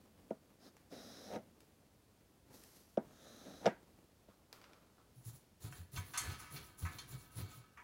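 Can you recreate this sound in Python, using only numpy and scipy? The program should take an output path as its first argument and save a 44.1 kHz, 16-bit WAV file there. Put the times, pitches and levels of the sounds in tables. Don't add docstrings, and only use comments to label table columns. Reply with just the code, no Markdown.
import sys
import numpy as np
from scipy import signal
from scipy.fft import rfft, irfft
from scipy.io import wavfile
from scipy.ndimage import uniform_filter1d

SR = 44100
rng = np.random.default_rng(int(sys.argv[2]) if len(sys.argv) > 2 else 0)


def pcm_store(signal):
    levels = np.round(np.clip(np.atleast_2d(signal), -1, 1) * 32767)
    wavfile.write(sys.argv[1], SR, levels.astype(np.int16).T)


N = 345303
T = np.arange(N) / SR
AGE = np.arange(SR // 2) / SR


# start and length in seconds, rustle and scratch level in dB.
JABS = [(5.135, 0.12, -73, -79.5), (5.237, 0.047, -56.5, -67), (5.33, 0.024, -64, -85),
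        (5.597, 0.07, -57.5, -61), (5.707, 0.081, -62, -72), (5.912, 0.076, -56, -59),
        (6.045, 0.11, -64, -68), (6.195, 0.14, -59, -56.5), (6.381, 0.015, -53, -68),
        (6.499, 0.078, -57, -57.5), (6.625, 0.047, -62, -73), (6.771, 0.088, -57.5, -58.5),
        (6.903, 0.11, -63, -66.5), (7.07, 0.062, -57.5, -62), (7.175, 0.066, -67, -70.5),
        (7.3, 0.065, -67.5, -72), (7.352, 0.051, -55.5, -55), (7.474, 0.1, -64, -71.5)]
# centre in Hz, width in Hz, level in dB.
STRAND_BANDS = [(7160, 1300, -6), (10320, 1330, -0.5), (14500, 2400, -1)]
# frequency in Hz, gain in dB.
RUSTLE_EQ = [(3000, -20.5), (6000, 0), (7200, -14), (8500, -4), (9500, -3.5), (11000, -3.5), (12300, -1.5),
             (13500, -20.5), (15700, -2)]
SCRATCH_EQ = [(100, 6.5), (300, 15), (600, 3), (1000, 6.5), (1700, 3), (2800, -0.5), (4200, 5),
              (5200, -5.5), (7200, -28), (8500, -26), (16000, -52)]
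# frequency in Hz, gain in dB.
RUMBLE_EQ = [(25, -35.5), (50, 0), (90, 0), (135, 0.5), (190, -14), (400, -16.5), (1500, -51)]

def wool_jabs(rustle_db=-4, strands_db=-3, singing_db=-8, rumble_db=3, shimmer_db=2):
    speed = strokes([(s, length, db) for s, length, db, _ in JABS], attack_s=0.025, release_s=0.04)
    strands = np.zeros(N)
    for hz, width, db in STRAND_BANDS:
        shimmer = amp(db + shimmer_db * drift(13))
        strands += shimmer * unit(band(slips(7000, patchy_db=2), hz - width / 2, hz + width / 2))
    rustle = amp(rustle_db) * colour(slips(3000, patchy_db=1), RUSTLE_EQ)
    rustle += amp(strands_db) * unit(strands)
    force = strokes([(s, length, db) for s, length, _, db in JABS], attack_s=0.057, release_s=0.068)
    scratch = force * colour(slips(9000, patchy_db=2), SCRATCH_EQ)
    singing = tin_singing(force, damping=0.5, lo_hz=600, hi_hz=4800)
    singing *= amp(singing_db) * np.std(scratch)
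    lingering = tin_singing(1, damping=0.44, lo_hz=980, hi_hz=2620)
    lingering *= amp(-70) * stroke(start_s=6.17, length_s=1.38, attack_s=0.1, release_s=0.31)
    rumble = amp(rumble_db) * force * colour(rng.standard_normal(N), RUMBLE_EQ)
    return speed * rustle + scratch + singing + lingering + rumble


# pitch in Hz, width in Hz before damping scales it, level in dB.
TIN_MODES = [(733, 18, -3), (982, 19.5, -5.5), (1283.5, 52, 4), (1510, 49, -6), (1540, 58, -2),
             (1723, 8.6, -10.5), (2260, 18, -7.5), (2780, 120, 0), (3300, 34, -13), (3520, 44, -1),
             (3170, 21, -5), (4325, 43, 1.5), (4504, 16, -10.5), (4690, 36, -5), (6000, 160, 1),
             (6380, 28, 3.5), (6650, 64, 0), (6870, 66, -2), (7050, 46, -10), (7150, 70, 7),
             (7500, 35, -8.5), (7490, 71, 7), (8370, 90, 5.5), (9700, 90, 9), (9350, 170, 5),
             (10300, 120, 4.5), (10300, 94, 2), (13200, 96, 5.5)]

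def tin_singing(force, damping, lo_hz, hi_hz):
    friction = force * slips(3000, patchy_db=1.2)
    return unit(band(through(friction, ring(TIN_MODES, damping)), lo_hz, hi_hz))


# start in seconds, low, mid and high level in dB, chatter decay in seconds.
CLANKS = [(5.725, -56.5, -73, -79, 0.0021), (5.961, -61, -51.5, -62, 0.011),
          (5.974, -48.5, -63, -57, 0.0077), (6.136, -48.5, -52, -57.5, 0.022),
          (6.152, -49.5, -52, -63, 0.1), (6.1742, -45, -44.5, -38.5, 0.015),
          (6.297, -54.5, -56, -67, 0.047), (6.396, -58, -64, -70, 0.1), (6.561, -57, -53.5, -77, 0.014),
          (6.851, -48, -65, -68, 0.028), (6.985, -57.5, -50, -61, 0.0095), (7.507, -63.5, -68, -76, 0.041),
          (7.773, -56.5, -74, -80, 0.029)]

def holder_clanks(contact_db=-5, echo_db=-5, echo_t60=0.42, treble_t60=0.35):
    out = np.zeros(N)
    for start_s, *levels_db, chatter_s in CLANKS:
        chatter = noise_burst() * np.exp(-AGE / chatter_s)
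        tin = ring(TIN_MODES, damping=0.55)
        echo = band(noise_burst(), 660, 4200) * fade(echo_t60)
        echo += band(noise_burst(), 5000, 11600) * fade(treble_t60)
        response = tin / np.linalg.norm(tin) + amp(echo_db) * echo / np.linalg.norm(echo)
        clank = amp(contact_db) * chatter + through(chatter, response)
        add(out, start_s, three_band_eq(clank, levels_db, lowest_hz=905))
    return out


# start in seconds, level in dB, pitch in Hz.
BOOMS = [(5.162, -53.5, 124), (5.257, -43, 115), (5.321, -56, 134), (5.634, -42, 109.6),
         (5.696, -51.5, 131), (5.79, -45.5, 88), (5.931, -45.5, 126.6), (5.974, -39, 94),
         (6.271, -39.5, 92.4), (6.52, -49.5, 138), (6.824, -34, 87), (7.029, -54.5, 126), (7.127, -43, 130),
         (7.36, -41, 113), (7.408, -41, 98.5), (7.568, -53, 121)]

def bench_booms(rise_s=0.02, steepness=1.44, upper_db=-13, upper_hz=165):
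    out = np.zeros(N)
    swell = (AGE / rise_s * np.exp(1 - AGE / rise_s)) ** steepness
    for start_s, db, hz in BOOMS:
        upper = amp(upper_db) * np.sin(2 * np.pi * (upper_hz * AGE + rng.random()))
        add(out, start_s, amp(db) * swell * (np.sin(2 * np.pi * hz * AGE) + upper))
    return out


# start in seconds, level in dB, pitch in Hz, crack trim and ring trim in dB.
KNOCKS = [(0.3062, -27.5, 536, -16.5, -8), (1.3465, -37, 604, -6, -24), (1.3563, -60, 444, -19, -21),
          (1.3601, -45, 560, -14, 7.5), (2.973, -19, 560, -19, -9), (3.6577, -20, 625, -2, -22.5),
          (3.6638, -18, 550, 0, -23), (3.6696, -24, 724, -20, -5.5), (4.2828, -51.5, 556, -16, -4.5)]
# pitch in Hz, width in Hz before damping scales it, level in dB.
BENCH_MODES = [(153, 7.7, -17.5), (219, 21, 10), (262, 13, -3), (360.4, 27, 5.5), (494, 24, 4),
               (620, 22, -7), (644.5, 12.3, -2), (693, 26, -10), (770, 22, -4.5), (911, 22, -1.5),
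               (1251, 28, -13.5), (1430, 25, -14), (1590, 14, -23.5), (1790, 21, -33.5), (2080, 15, -58)]
# frequency in Hz, gain in dB.
CRACK_EQ = [(300, -9), (900, 9.5), (2000, 1), (3500, -5.5), (4500, -13.5), (5300, -3.5), (7000, -15.5),
            (10000, -40.5), (16000, -38.5)]
ECHO_EQ = [(60, -19.5), (150, -9), (300, 2), (700, -3.5), (950, -8.5), (1100, -13), (2200, -25),
           (3000, -40.5), (6000, -45.5), (16000, -49.5)]

def bench_knocks(lag_s=0.00513, pulse_s=0.0016, echo_db=-25):
    out = np.zeros(N)
    wave_age = AGE - lag_s
    arrival = np.clip(AGE / lag_s - 0.5, 0, 1)
    crack_decay = fade(t60=0.012) + amp(-27) * fade(t60=0.15)
    for start_s, db, hz, crack_db, ring_db in KNOCKS:
        bending = np.exp(-0.5 * (wave_age / pulse_s) ** 2) * np.sin(2 * np.pi * hz * wave_age)
        wood = 0.66 * amp(ring_db) * ring(BENCH_MODES, damping=1.73)
        echo = amp(echo_db) * colour(noise_burst(), ECHO_EQ) * fade(t60=0.21)
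        crack = 0.5 * amp(crack_db) * colour(noise_burst(), CRACK_EQ) * crack_decay
        add(out, start_s, amp(db) * (crack + bending + arrival * (wood + echo)))
    return out


# start, length and rise time in seconds, trims in dB for hiss,
# body and upper resonance, then that resonance's first and last pitch in Hz.
SLIDES = [(0.583, 0.1, 0.066, -67, -62.5, -68.5, 5000, 4930),
          (0.896, 0.465, 0.035, -62, -59, -63, 5230, 5450),
          (3.038, 0.625, 0.24, -64, -62.5, -72, 6800, 5500)]
# start in seconds, length in seconds, level in dB.
DRAGS = [(0.908, 0.023, -55), (1.298, 0.054, -52), (3.445, 0.049, -56)]
# frequency in Hz, gain in dB.
SLIDE_HISS_EQ = [(700, -11), (1300, 7), (1800, 2.5), (2300, -5), (2950, -5), (3400, 2), (4300, -1.5),
                 (6400, 2.5), (7200, -7), (8900, -7.5), (10000, -4.5), (12300, -8.5), (16000, -10.5)]
SLIDE_BODY_EQ = [(50, -10), (130, -9.5), (260, 0.5), (370, -8), (520, -4), (720, -7), (950, -21.5),
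                 (2000, -24.5), (5000, -43.5)]

def slides(lower_hz=3930, sag_hz=600, arch_db=3.5):
    hiss = amp(-1) * colour(slips(25000, patchy_db=0), SLIDE_HISS_EQ)
    body = colour(slips(5000, patchy_db=1), SLIDE_BODY_EQ)
    out = body * strokes(DRAGS, attack_s=0.009, release_s=0.05)
    for start_s, length_s, rise_s, hiss_db, body_db, upper_db, from_hz, to_hz in SLIDES:
        speed = stroke(start_s, length_s, rise_s, release_s=0.018)
        progress = np.clip((T - start_s) / length_s, 0, 1)
        arch = amp(arch_db * (np.sin(np.pi * progress) - 1.5))
        upper = arch * gliding_noise(from_hz + (to_hz - from_hz) * progress, width_hz=1000)
        lower = amp(-6) * speed * gliding_noise(lower_hz - sag_hz * (1 - speed), width_hz=460)
        out += speed * (amp(hiss_db) * (hiss + lower) + amp(upper_db) * upper + amp(body_db) * body)
    return out


# stop time in seconds, level in dB, growth time in seconds.
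JUDDERS = [(1.365, -39.5, 0.038), (3.674, -25.5, 0.015)]
# frequency in Hz, gain in dB.
JUDDER_EQ = [(80, -9.5), (170, -6.5), (230, -1), (350, -1), (550, 1), (750, 0), (930, -9), (1050, -20.5),
             (1500, -17.5), (2400, -21.5), (3000, -27), (5500, -34), (8000, -41), (16000, -51.5)]

def judders(release_s=0.0074, settle_db=-19, settle_s=0.039):
    coarse = slips(4000, patchy_db=2)
    grind = amp(-3) * colour(coarse, JUDDER_EQ)
    wood = amp(-4.5) * unit(through(coarse, ring(BENCH_MODES, damping=0.69)))
    envelope = np.zeros(N)
    for stop_s, db, growth_s in JUDDERS:
        before, after = np.maximum(stop_s - T, 0), np.maximum(T - stop_s, 0)
        tail = np.exp(-after / release_s) + amp(settle_db) * np.exp(-after / settle_s)
        envelope += amp(db) * np.exp(-before / growth_s) * tail
    return band((grind + wood) * envelope, 150, 15000)


# frequency in Hz, gain in dB.
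RATTLE_EQ = [(300, -28), (800, -20), (930, 14), (1040, -7), (1300, -1), (1600, 6), (2200, -1.5),
             (2800, -12), (3600, -14), (6000, -22), (16000, -43.5)]

def loose_rattle(start_s=3.666, db=-44, t60=0.25):
    out = np.zeros(N)
    add(out, start_s, amp(db) * colour(noise_burst(), RATTLE_EQ) * fade(t60))
    return out


# start and length in seconds, level in dB.
RUBS = [(2.49, 0.17, -66), (2.70, 0.09, -70)]
GRIPS = [(4.27, 0.03, -66.5), (4.5, 0.26, -68), (4.8, 0.089, -76), (4.95, 0.068, -71.5)]
# frequency in Hz, gain in dB.
RUB_EQ = [(60, -22), (250, 4), (500, 1), (1300, -4), (1900, -6), (3500, -7.5), (4200, -3), (6100, -2),
          (7000, -6), (8200, -7), (8900, -6), (12000, -3.5), (15500, -10.5)]
GRIP_EQ = [(100, -4.5), (300, 2), (600, -1.5), (900, -5), (1350, 0.5), (1800, -14.5), (4000, -17),
           (8000, -30), (16000, -36.5)]

def handling():
    rubs = strokes(RUBS, attack_s=0.043, release_s=0.12) * colour(slips(20000, patchy_db=2), RUB_EQ)
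    grips = strokes(GRIPS, attack_s=0.03, release_s=0.056) * colour(slips(3200, patchy_db=0.8), GRIP_EQ)
    return rubs + grips


# start in seconds, low, mid and high level in dB.
TICKS = [(0.767, -69.5, -73, -75.5), (1.605, -76, -72, -72.5), (2.637, -77, -69.5, -66),
         (4.528, -61, -57.5, -63), (4.615, -68.5, -69, -76), (4.6409, -65.5, -65.5, -94),
         (4.733, -68, -68.5, -80)]

def ticks(tick_t60=0.0086, echo_db=-17, echo_t60=0.41):
    out = np.zeros(N)
    for start_s, *levels_db in TICKS:
        tick = noise_burst() * (fade(tick_t60) + amp(echo_db) * fade(echo_t60))
        add(out, start_s, three_band_eq(tick, levels_db, lowest_hz=395))
    return out


# start in seconds, length in seconds, level in dB.
SHUFFLES = [(0.0, 0.35, -73.5), (0.5, 0.55, -83), (1.4, 0.21, -78), (2.5, 0.13, -70.5),
            (3.02, 0.065, -67.5), (3.8, 0.19, -73)]
# frequency in Hz, gain in dB.
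AIR_EQ = [(25, -22), (50, 2.5), (85, 2.5), (160, -4), (230, -6.5), (380, -10), (520, -12), (1050, -17.5),
          (1900, -21), (4500, -21.5), (8000, -24.5), (15800, -26.5)]
STIR_EQ = [(30, -23.5), (80, -5.5), (220, 1), (380, -4), (600, -8.5), (1500, -19.5), (5000, -29.5),
           (16000, -31.5)]

def room_tone(air_db=-71, stir_db=-73, whine_db=-93):
    air = amp(air_db + 0.28 * drift(5.1)) * colour(rng.standard_normal(N), AIR_EQ)
    stir = colour(slips(9000, patchy_db=2), STIR_EQ)
    stir *= amp(stir_db) + strokes(SHUFFLES, attack_s=0.0067, release_s=0.061)
    whine = amp(whine_db) * unit(band(rng.standard_normal(N), 10400, 10800))
    return air + stir + whine


def slips(per_s, patchy_db):
    size = amp(2 * np.minimum(rng.exponential(size=N), 5))
    slipping = rng.random(N) < per_s / SR
    return unit(slipping * size * rng.standard_normal(N) * amp(patchy_db * drift(45)))


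def gliding_noise(hz, width_hz):
    noise = rng.standard_normal(N) + 1j * rng.standard_normal(N)
    narrow = signal.sosfilt(signal.butter(3, width_hz / 2, fs=SR, output="sos"), noise)
    return unit(np.real(narrow * np.exp(2j * np.pi * np.cumsum(hz) / SR)))


def ring(modes, damping):
    hz, width, db = np.array(modes).T[:, :, None]
    gain = amp(db + 2 * rng.standard_normal(hz.shape))
    decay = np.exp(-np.pi * damping * width * AGE)
    return np.sum(gain * decay * np.sin(2 * np.pi * hz * AGE), axis=0)


def stroke(start_s, length_s, attack_s, release_s):
    age = T - start_s
    return np.clip(age / attack_s, 0, 1) * np.exp(-np.maximum(age - length_s, 0) / release_s)


def strokes(rows, attack_s, release_s):
    return sum(amp(db) * stroke(start_s, length_s, attack_s, release_s) for start_s, length_s, db in rows)


def three_band_eq(x, levels_db, lowest_hz):
    parts = [band(x, lowest_hz, 2400), band(x, 2400, 5500), band(x, 5500, 16000)]
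    return sum(amp(db) * part / np.std(part[:SR // 50]) for db, part in zip(levels_db, parts))


def colour(x, eq, size=4096):
    hz, db = np.transpose(eq)
    bin_hz = np.fft.rfftfreq(size, 1 / SR)
    log_gain = np.log(amp(np.interp(np.log(bin_hz + 1), np.log(hz), db)))
    cepstrum = irfft(log_gain)[:size // 2]
    cepstrum[1:] *= 2
    return unit(through(x, irfft(np.exp(rfft(cepstrum, size)))))


def through(x, response):
    return signal.fftconvolve(x, response)[:len(x)]


def band(x, lo_hz, hi_hz):
    return signal.sosfilt(signal.butter(3, [lo_hz, hi_hz], "band", fs=SR, output="sos"), x)


def drift(rate_hz):
    hold = int(SR / rate_hz)
    steps = np.repeat(rng.standard_normal(N // hold + 1), hold)
    return unit(uniform_filter1d(steps, hold)[:N])


def fade(t60):
    return amp(-60 * AGE / t60)


def noise_burst():
    return rng.standard_normal(len(AGE))


def amp(db):
    return 10 ** (np.asarray(db) / 20)


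def unit(x):
    return x / np.sqrt(np.mean(x ** 2))


def add(out, start_s, x):
    i = int(start_s * SR)
    out[i:i + len(x)] += x[:N - i]


def scene():
    sliding = band(bench_knocks() + slides() + judders(), 76.3, 20000) + loose_rattle()
    small_sounds = handling() + ticks()
    iron = wool_jabs() + holder_clanks() + bench_booms()
    return (iron + sliding + small_sounds + room_tone())[None]


def record(dry, top_hz=15850):
    return signal.sosfilt(signal.ellip(10, 0.2, 70, top_hz, fs=SR, output="sos"), dry)


dry = scene()
out = record(dry)
pcm_store(out)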